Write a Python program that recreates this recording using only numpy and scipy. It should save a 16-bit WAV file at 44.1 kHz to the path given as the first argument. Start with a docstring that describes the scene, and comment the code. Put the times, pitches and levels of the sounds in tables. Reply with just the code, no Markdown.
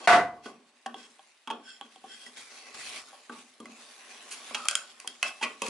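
"""One hard knock on a board rings through a small workshop. Then a thin steel bar is slid, tapped and
levered between a nailed block and the board. Each impact excites the normal modes of steel and wood:
a click, a ring and a knock. Between impacts, the friction of steel and hands on wood rasps and makes
the bar sing, and a nail creaks by stick-slip. The walls reverberate over a faint hush, and a limiter
holds down the first blow."""
import sys
import numpy as np
from scipy import signal
from scipy.fft import rfft, irfft, next_fast_len
from scipy.io import wavfile
from scipy.ndimage import uniform_filter1d, minimum_filter1d, map_coordinates

SR = 44100
rng = np.random.default_rng(int(sys.argv[2]) if len(sys.argv) > 2 else 0)


def unload_audio(sound):
    """Save the sound as a 16-bit wav file, at the path given as the first command line argument."""
    columns = np.transpose(np.atleast_2d(sound))
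    # keep every value between -1 and 1, then stretch to whole-number steps
    steps = np.round(np.clip(columns, -1, 1) * 32767)
    wavfile.write(sys.argv[1], SR, steps.astype(np.int16))


N = 251149

# Long-lived modes of the hard-struck board: (frequency [Hz], relative level [dB], T60 [s])
BLOW_MODES = [(688.6, -5.5, .38), (715, -2, .4), (890, -12, .3), (1141, -11, .3), (1497, -7, .28),
              (1932, -15, .33), (2017, -12.5, .35)]
# Spectrum of the blow's reverberation: (frequency [Hz], relative level [dB])
BLOW_SPECTRUM = [(90, -37.5), (704, -14.5), (1490, -11.5), (7410, -34.5), (10800, -38)]
# Impacts of steel on wood: (time [s], ring level [dB], thud [dB re ring], knock [dB re ring],
# favoured mode [Hz], its level [dB re ring], force rise time [s])
CONTACTS = [(0.456, -39, 2.5, 2, 1493, 0, 0.0047), (0.859, -29, -15, -4, 761, 3, 0.0042),
            (0.9422, -33.5, -9.5, -12, 785, 2.5, 0.0024), (1.1921, -47.5, -25, -4.5, 780, 1, 0.0027),
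            (1.4722, -30.5, -14, -1.5, 906, -10, 0.0043), (1.501, -30.5, -23, -12, 894, 5, 0.0028),
            (1.507, -24.5, -12, -8.5, 3220, -10, 0.0042), (1.811, -29.5, -20, -12.5, 805, -4.5, 0.0012),
            (1.959, -42.5, -15, -24, 760, -3, 0.0019), (2.039, -53, 5, 5, 770, 15.5, 0.0038),
            (2.2636, -44.5, -8, -8, 1940, 3, 0.0021), (2.967, -42, -39, 0, 1180, -18, 0.00054),
            (3.1287, -50, -34, 6, 780, 7, 0.0025), (3.294, -42, 2.5, 6.5, 1562, 6, 0.004),
            (3.6, -46.5, 7, 3, 1200, 5, 0.0035), (3.655, -49, -1, 6.5, 2050, 10, 0.0023),
            (4.303, -35.5, -36, -24, 2890, -7, 0.018), (4.5097, -50.5, 5.5, 11.5, 552, 10, 0.0015),
            (4.544, -18.5, -31.5, -13, 2340, -33, 0.0052), (4.653, -32, -32, -5.5, 3240, 1, 0.0023),
            (4.6845, -14.5, -68, -59, 3160, 2, 0.0017), (4.71, -25.5, -46, -9.5, 3230, 3.5, 0.0024),
            (4.7527, -15.5, -54, -52, 3234, 5.5, 0.0018), (4.9999, -35, -52, -17, 2660, -20, 0.002),
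            (5.0441, -57.5, 8.5, 15, 1004, 11.5, 0.0022), (5.0746, -24, -27.5, -42, 3204, 2, 0.0017),
            (5.227, -10.5, -45, -16, 2615, -22.5, 0.0026), (5.408, -32.5, -16, -19, 866, 2.5, 0.012),
            (5.422, -17, -18, -12.5, 2645, -24, 0.011), (5.6178, -20, -13.5, -5.5, 2592, -17, 0.0032),
            (5.665, -32, -11, -16, 2670, -19, 0.0028), (5.682, -31.5, -7, -20, 2600, -17, 0.0026)]
# The bar's high modes over time, how bright each tap's click sounds: (time [s], level [dB re ring])
CLICK_LEVELS = [(.8, -36.5), (1.85, -8), (2.6, 16), (3.3, -6), (3.66, 7), (4.3, 8.5), (4.55, -26),
                (4.66, 6.5), (5.1, 2.5), (5.4, -19), (5.68, 3)]
# Steel modes; the wood's grip damps some and frees others:
# (frequency [Hz], base bandwidth [Hz], gain when free [dB], gain when wedged [dB])
BAR_MODES = [(1530, 70, -4, -14), (2000, 100, -14, -6), (2620, 110, -13, -1), (3275, 75, 0, -11),
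             (4470, 300, -17, -5), (5270, 200, -9.5, -18), (5750, 300, -24, -11), (7200, 170, -12, -15),
             (8700, 110, -16, -17)]
# Modes of the board: (frequency [Hz], bandwidth [Hz], gain [dB])
BOARD_MODES = [(582.6, 58, 2), (760.5, 99, 4.5), (883, 120, 2), (1112.7, 67.6, 9.5)]
# Low modes of the stack of block and board: (frequency [Hz], bandwidth [Hz], gain [dB])
STACK_MODES = [(238, 22, 9), (440, 90, 0)]
# Damping of the favoured mode, from hollow wood to thin steel: (frequency [Hz], bandwidth [Hz])
FAVOURED_WIDTHS = [(900, 44), (1500, 16), (2000, 50), (2450, 7), (2800, 6), (3000, 210)]
# Slow sliding of steel and palms: (time [s], rasp level [dB], rumble level [dB])
SLIDING = [(0, -53, -45.5), (.4, -68, -58.5), (.83, -64.5, -75), (1.1, -58.5, -66.5), (1.45, -65.5, -86),
           (1.6, -64, -71), (2.45, -52, -64.5), (2.73, -56.5, -58.5), (3.06, -52, -63), (3.58, -61, -70.5),
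           (3.7, -53, -63), (4.15, -49, -58.5), (4.6, -43.5, -56.5), (4.97, -55.5, -64.5), (5.69, -52, -66)]
# Strokes of the bar on wood: (start [s], length [s], rasp level [dB], singing level [dB], wedged [0-1])
STROKES = [(0, 0.15, -75, -47, 0.6), (0.435, 0.068, -57, -54.5, 0.6), (0.963, 0.07, -59.5, -52.5, 0.2),
           (1.635, 0.12, -70.5, -48.5, 0), (2.09, 0.065, -66, -44.5, 0), (2.206, 0.079, -70, -51, 0),
           (2.362, 0.035, -47.5, -51, 0.3), (2.499, 0.21, -60.5, -51.5, 0.95), (2.739, 0.25, -46, -48, 1),
           (3.317, 0.1, -54, -80, 0.2), (3.79, 0.082, -62, -59, 1), (5.234, 0.046, -37.5, -42, 0.2),
           (5.626, 0.049, -40.5, -69, 0.5)]
# Spectrum of the friction noise: (frequency [Hz], relative level [dB])
RASP_SPECTRUM = [(410, -35), (700, -22.5), (2480, -15), (10500, -23)]
# Creak of the nail: (time [s], pitch [Hz], level [dB])
CREAK = [(4.56, 1198, -43), (4.65, 1290, -38.5), (4.69, 1393, -40.5), (4.78, 1515, -47.5), (4.9, 1500, -60)]
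# Reverberation of the workshop: (frequency [Hz], base T60 [s])
ROOM_DECAY = [(100, 0.81), (400, 0.49), (3000, 0.32)]
# Coherence of the diffuse field: (frequency [Hz], left-right correlation [0-1])
COHERENCE = [(300, 0.99), (1200, 0.69), (10000, 0.062)]
# Spectrum of still air and hiss: (frequency [Hz], relative level [dB])
HUSH_SPECTRUM = [(59, -62), (120, -39), (310, -11), (2650, -5.5), (9620, -24.5)]


def blow(start_s=0.074, level_db=-1.5, attack_s=0.00089):
    """Free vibration: the struck board's modes decay, two close ones beating, as the room reverberates."""
    out, t = np.zeros((2, N)), np.arange(SR // 2) / SR
    ring = sum(amp(db - 60 * t / t60 + 1.2 * wobble(30)[:len(t)]) * np.sin(2 * np.pi * hz * t)
               for hz, db, t60 in BLOW_MODES)
    ring *= 1 - np.exp(-t / attack_s)
    reverb = unit(coloured(room_response(decay_scale=0.81), BLOW_SPECTRUM))
    add(out, start_s, amp(level_db) * (ring + amp(-15.5) * reverb))
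    return out


def contacts():
    """Impact excitation: a brief force drives stack, board and bar; the spot struck favours one mode."""
    out, t = np.zeros((2, N)), np.arange(SR // 8) / SR
    padded = lambda x: np.pad(x, (0, SR // 4))
    for s, db, thud_db, knock_db, spot_hz, spot_db, rise_s in CONTACTS:
        force = rng.standard_normal(len(t)) * (t / rise_s * np.exp(1 - t / rise_s)) ** 2
        force /= np.linalg.norm(force)
        snap = 0.46 * force
        snap[round(rise_s * SR / 2)] += 0.0017 / rise_s  # shorter contacts strike the modes more cleanly
        impulse = snap == snap.max()  # the heavy stack feels one plain push
        wedged = np.exp(-(np.log(spot_hz / 2600) / .13) ** 2)  # a wedged bar answers near 2.6 kHz
        steel = bar_modes(wedged, damping=2.1)
        click_db = np.interp(s, *np.transpose(CLICK_LEVELS))
        thud = amp(db + thud_db) * padded(struck_body(STACK_MODES, impulse, force, crack=.02))
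        knock = amp(db + knock_db) * padded(struck_body(BOARD_MODES, snap, force, crack=.08))
        ring = amp(db) * padded(struck_body(steel[:4], snap, force, crack=.1))
        click = amp(db + click_db) * padded(struck_body(steel[4:], snap, force, crack=.16))
        favoured = filtered(padded(snap), modes([(spot_hz, along(FAVOURED_WIDTHS, spot_hz), 0)]))
        favoured *= amp(db + spot_db) / np.abs(favoured).max()
        radiate(out, s, thud + knock, ring + click, favoured)
    return out


def struck_body(body, drive, force, crack):
    """Modal response, peak 1: the drive rings the modes and the force adds a broadband crack."""
    hz = np.transpose(body)[0]
    band = modes([(np.sqrt(hz[0] * hz[-1]), np.ptp(hz) * 2.94, 0)])
    sound = filtered(drive, modes(body, extra_db=rng.normal(0, 3.0, len(body))))
    sound += crack * filtered(force, lambda f: band(f) ** 2)
    sound = filtered(sound, lambda f: high_pass(f, .6 * hz[0]))  # little radiates below the lowest mode
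    return sound / np.abs(sound).max()


def bar_modes(wedged, damping):
    """Boundary conditions: the grip, free (0) to wedged (1), weights the modes; damping widens them."""
    return [(hz, width * damping, free_db + wedged * (wedged_db - free_db))
            for hz, width, free_db, wedged_db in BAR_MODES]


def rubbing():
    """Sliding friction: grit under steel and palms rasps and drives the wood's modes into a rumble."""
    rasp_db, rumble_db = curves(SLIDING)
    strokes = sum(amp(db) * stroke(s, length) for s, length, db, *_ in STROKES)
    rasp = unit(diffuse(coloured(patchy(grit(rough_db=1.8), depth_db=2.8), RASP_SPECTRUM)))
    wood_modes = STACK_MODES + BOARD_MODES
    wood = modes(wood_modes, extra_db=-1.5 * np.arange(len(wood_modes)))
    rumble = filtered(grit(rough_db=0.94), lambda hz: wood(hz) * hz ** 4 / (hz ** 4 + 294.0 ** 4))
    rumble = unit(diffuse(rumble))
    return (amp(rasp_db) + strokes) * rasp + (amp(rumble_db) + amp(-15) * strokes) * rumble


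def singing(smoothing_s=0.043, catch_db=2.2):
    """Forced vibration: friction sustains the bar's modes, which swell and drop as the steel catches."""
    def tone(wedged):
        friction = patchy(grit(rough_db=2.5), depth_db=1 + 2 * wedged)
        steel = modes(bar_modes(wedged, damping=.45 + .5 * wedged))
        return unit(diffuse(filtered(friction, steel)))

    free, held, out = tone(0), tone(1), 0
    for s, length, _, db, wedged in STROKES:
        swell = uniform_filter1d(stroke(s, length), size=round(smoothing_s * SR))
        blend = np.sqrt(1 - wedged) * free + np.sqrt(wedged) * held
        out = out + amp(db + catch_db * wobble(40)) * swell * blend
    return out


def stroke(s, length, grip_s=0.0073, release_s=0.02):
    """Friction envelope: a quick linear rise, a hold and an exponential decay."""
    t = np.arange(N) / SR - s
    return np.clip(t / grip_s, 0, 1) * np.exp(-np.maximum(t - length, 0) / release_s)


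def grit(rough_db):
    """Surface roughness: fast amplitude modulation breaks two noises into fine grains."""
    unevenness = amp(1.3 * wobble(35))
    return rng.standard_normal((2, N)) * amp(rough_db * wobble(700)) * unevenness


def patchy(pair, depth_db):
    """Friction resonances come, go and shift: random gain patches over time and frequency."""
    spectra = signal.stft(pair, nperseg=512)[2]
    patches = uniform_filter1d(rng.standard_normal(spectra.shape[1:]), size=4, axis=0)
    patches = uniform_filter1d(patches, size=16, axis=1)
    return signal.istft(spectra * amp(depth_db * unit(patches)), nperseg=512)[1][:, :N]


def creak():
    """Stick-slip: the nail moves unevenly in its hole, giving a rough tone that rises with the pull."""
    hz, db = curves(CREAK)
    start, end = CREAK[0][0], CREAK[-1][0]
    gate = np.interp(np.arange(N) / SR, [start - .01, start, end, end + .014], [0, 1, 1, 0])
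    jitter, slips = 1 + .06 * wobble(400), amp(5 * wobble(250))
    phase = 2 * np.pi * np.cumsum(hz * jitter) / SR
    tone = np.sin(phase) + amp(-12) * np.sin(2 * phase)
    return gate * amp(db) * unit(tone * slips) * np.ones((2, 1))


def radiate(out, s, wood, steel, favoured):
    """Direct and reverberant fields of an impact, added to out; wood excites the room most strongly."""
    direct = wood + steel + favoured
    side = filtered(direct, lambda f: 0.94 * f / (f + 6000) * np.exp(1j * f / 900))
    add(out, s, np.array([direct + side, direct - side]))  # the treble differs left and right
    to_walls = wood + amp(-6) * steel + amp(-16) * favoured
    to_walls = filtered(to_walls, lambda f: 1 / (1 + 1j * f / 5000))  # the treble beams forward
    reverb = signal.fftconvolve(to_walls[None], room_response(decay_scale=0.8), axes=1)
    add(out, s + .005, amp(2.0) * reverb)


def room_response(decay_scale):
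    """Reverberation: a fresh stereo noise tail of unit energy, absorbed faster at high frequencies."""
    hz, t, spectra = signal.stft(rng.standard_normal((2, SR // 2)), SR, nperseg=256)
    t60 = decay_scale * along(ROOM_DECAY, hz)[:, None]
    tail = signal.istft(spectra * amp(-60 * t / t60), SR, nperseg=256)[1]
    tail = diffuse(tail[:, :SR // 2])
    return tail / np.linalg.norm(tail[0])


def diffuse(pair):
    """Diffuse-field coherence: two independent signals mix to left and right, alike in the bass."""
    angle = lambda hz: np.arccos(np.clip(along(COHERENCE, hz), -1, 1)) / 2
    mid, side = filtered(pair, lambda hz: np.array([np.cos(angle(hz)), np.sin(angle(hz))]))
    return np.array([mid + side, mid - side])


def hush(level_db=-69):
    """Noise floor: the steady, diffuse hiss of the still room."""
    return amp(level_db) * unit(diffuse(coloured(rng.standard_normal((2, N)), HUSH_SPECTRUM)))


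def modes(table, extra_db=0):
    """Modal superposition: the summed response of resonances, neighbours in opposite phase."""
    hz, width, db = np.transpose(table)[:, :, None]
    sign = (-1.) ** np.arange(len(table))[:, None]
    gain = sign * amp(db + np.reshape(extra_db, (-1, 1)))
    return lambda f: np.sum(gain * 1j * f * width / (hz * hz - f * f + 1j * f * width), axis=0)


def filtered(x, response):
    """Linear filtering: the spectrum of x times a complex frequency response."""
    n = x.shape[-1]
    size = next_fast_len(n + SR // 10)
    return irfft(rfft(x, size) * response(np.fft.rfftfreq(size, 1 / SR)), size)[..., :n]


def coloured(x, spectrum):
    """Spectral shaping by (frequency [Hz], level [dB]) points."""
    return filtered(x, lambda hz: amp(along(spectrum, hz)))


def high_pass(hz, corner_hz):
    """Second-order high-pass response."""
    return (1j * hz / (corner_hz + 1j * hz)) ** 2


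def amp(db):
    """Decibels to amplitude ratio."""
    return 10 ** (np.asarray(db) / 20)


def unit(x):
    """Normalisation to rms 1."""
    return x / np.sqrt(np.mean(x ** 2) + 1e-20)


def along(points, hz):
    """Interpolation of (frequency [Hz], value) points on a log axis."""
    knots_hz, values = np.transpose(points)
    return np.interp(np.log(hz + 1), np.log(knots_hz + 1), values)


def curves(rows):
    """Interpolation to one value per sample for each column after the time."""
    times, *columns = np.transpose(rows)
    return [np.interp(np.arange(N) / SR, times, column) for column in columns]


def wobble(rate):
    """Smooth random modulation with rate knots a second."""
    return map_coordinates(rng.standard_normal(int(N * rate / SR) + 4), [np.arange(N) * rate / SR])


def add(out, s, sound):
    """Mixes a stereo sound in at s seconds."""
    part = out[:, round(s * SR):][:, :sound.shape[1]]
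    part += sound[:, :part.shape[1]]


def scene():
    """Superposition: the pressures of all sources add."""
    return blow() + contacts() + rubbing() + singing() + creak() + hush()


def record(dry, ceiling=0.58, bass_hz=55, top_hz=11000):
    """Peak limiting holds down the loudest blow; band limiting cuts deep bass and high treble."""
    needed_gain = np.minimum(1, ceiling / (np.abs(dry).max(axis=0) + 1e-9))
    gain = uniform_filter1d(minimum_filter1d(needed_gain, size=881), size=441)
    treble_cut = lambda hz: amp(-np.clip((hz - top_hz) / 17, 0, 90))
    return filtered(dry * gain, lambda hz: high_pass(hz, bass_hz) * treble_cut(hz))


dry = scene()
out = record(dry)
unload_audio(out)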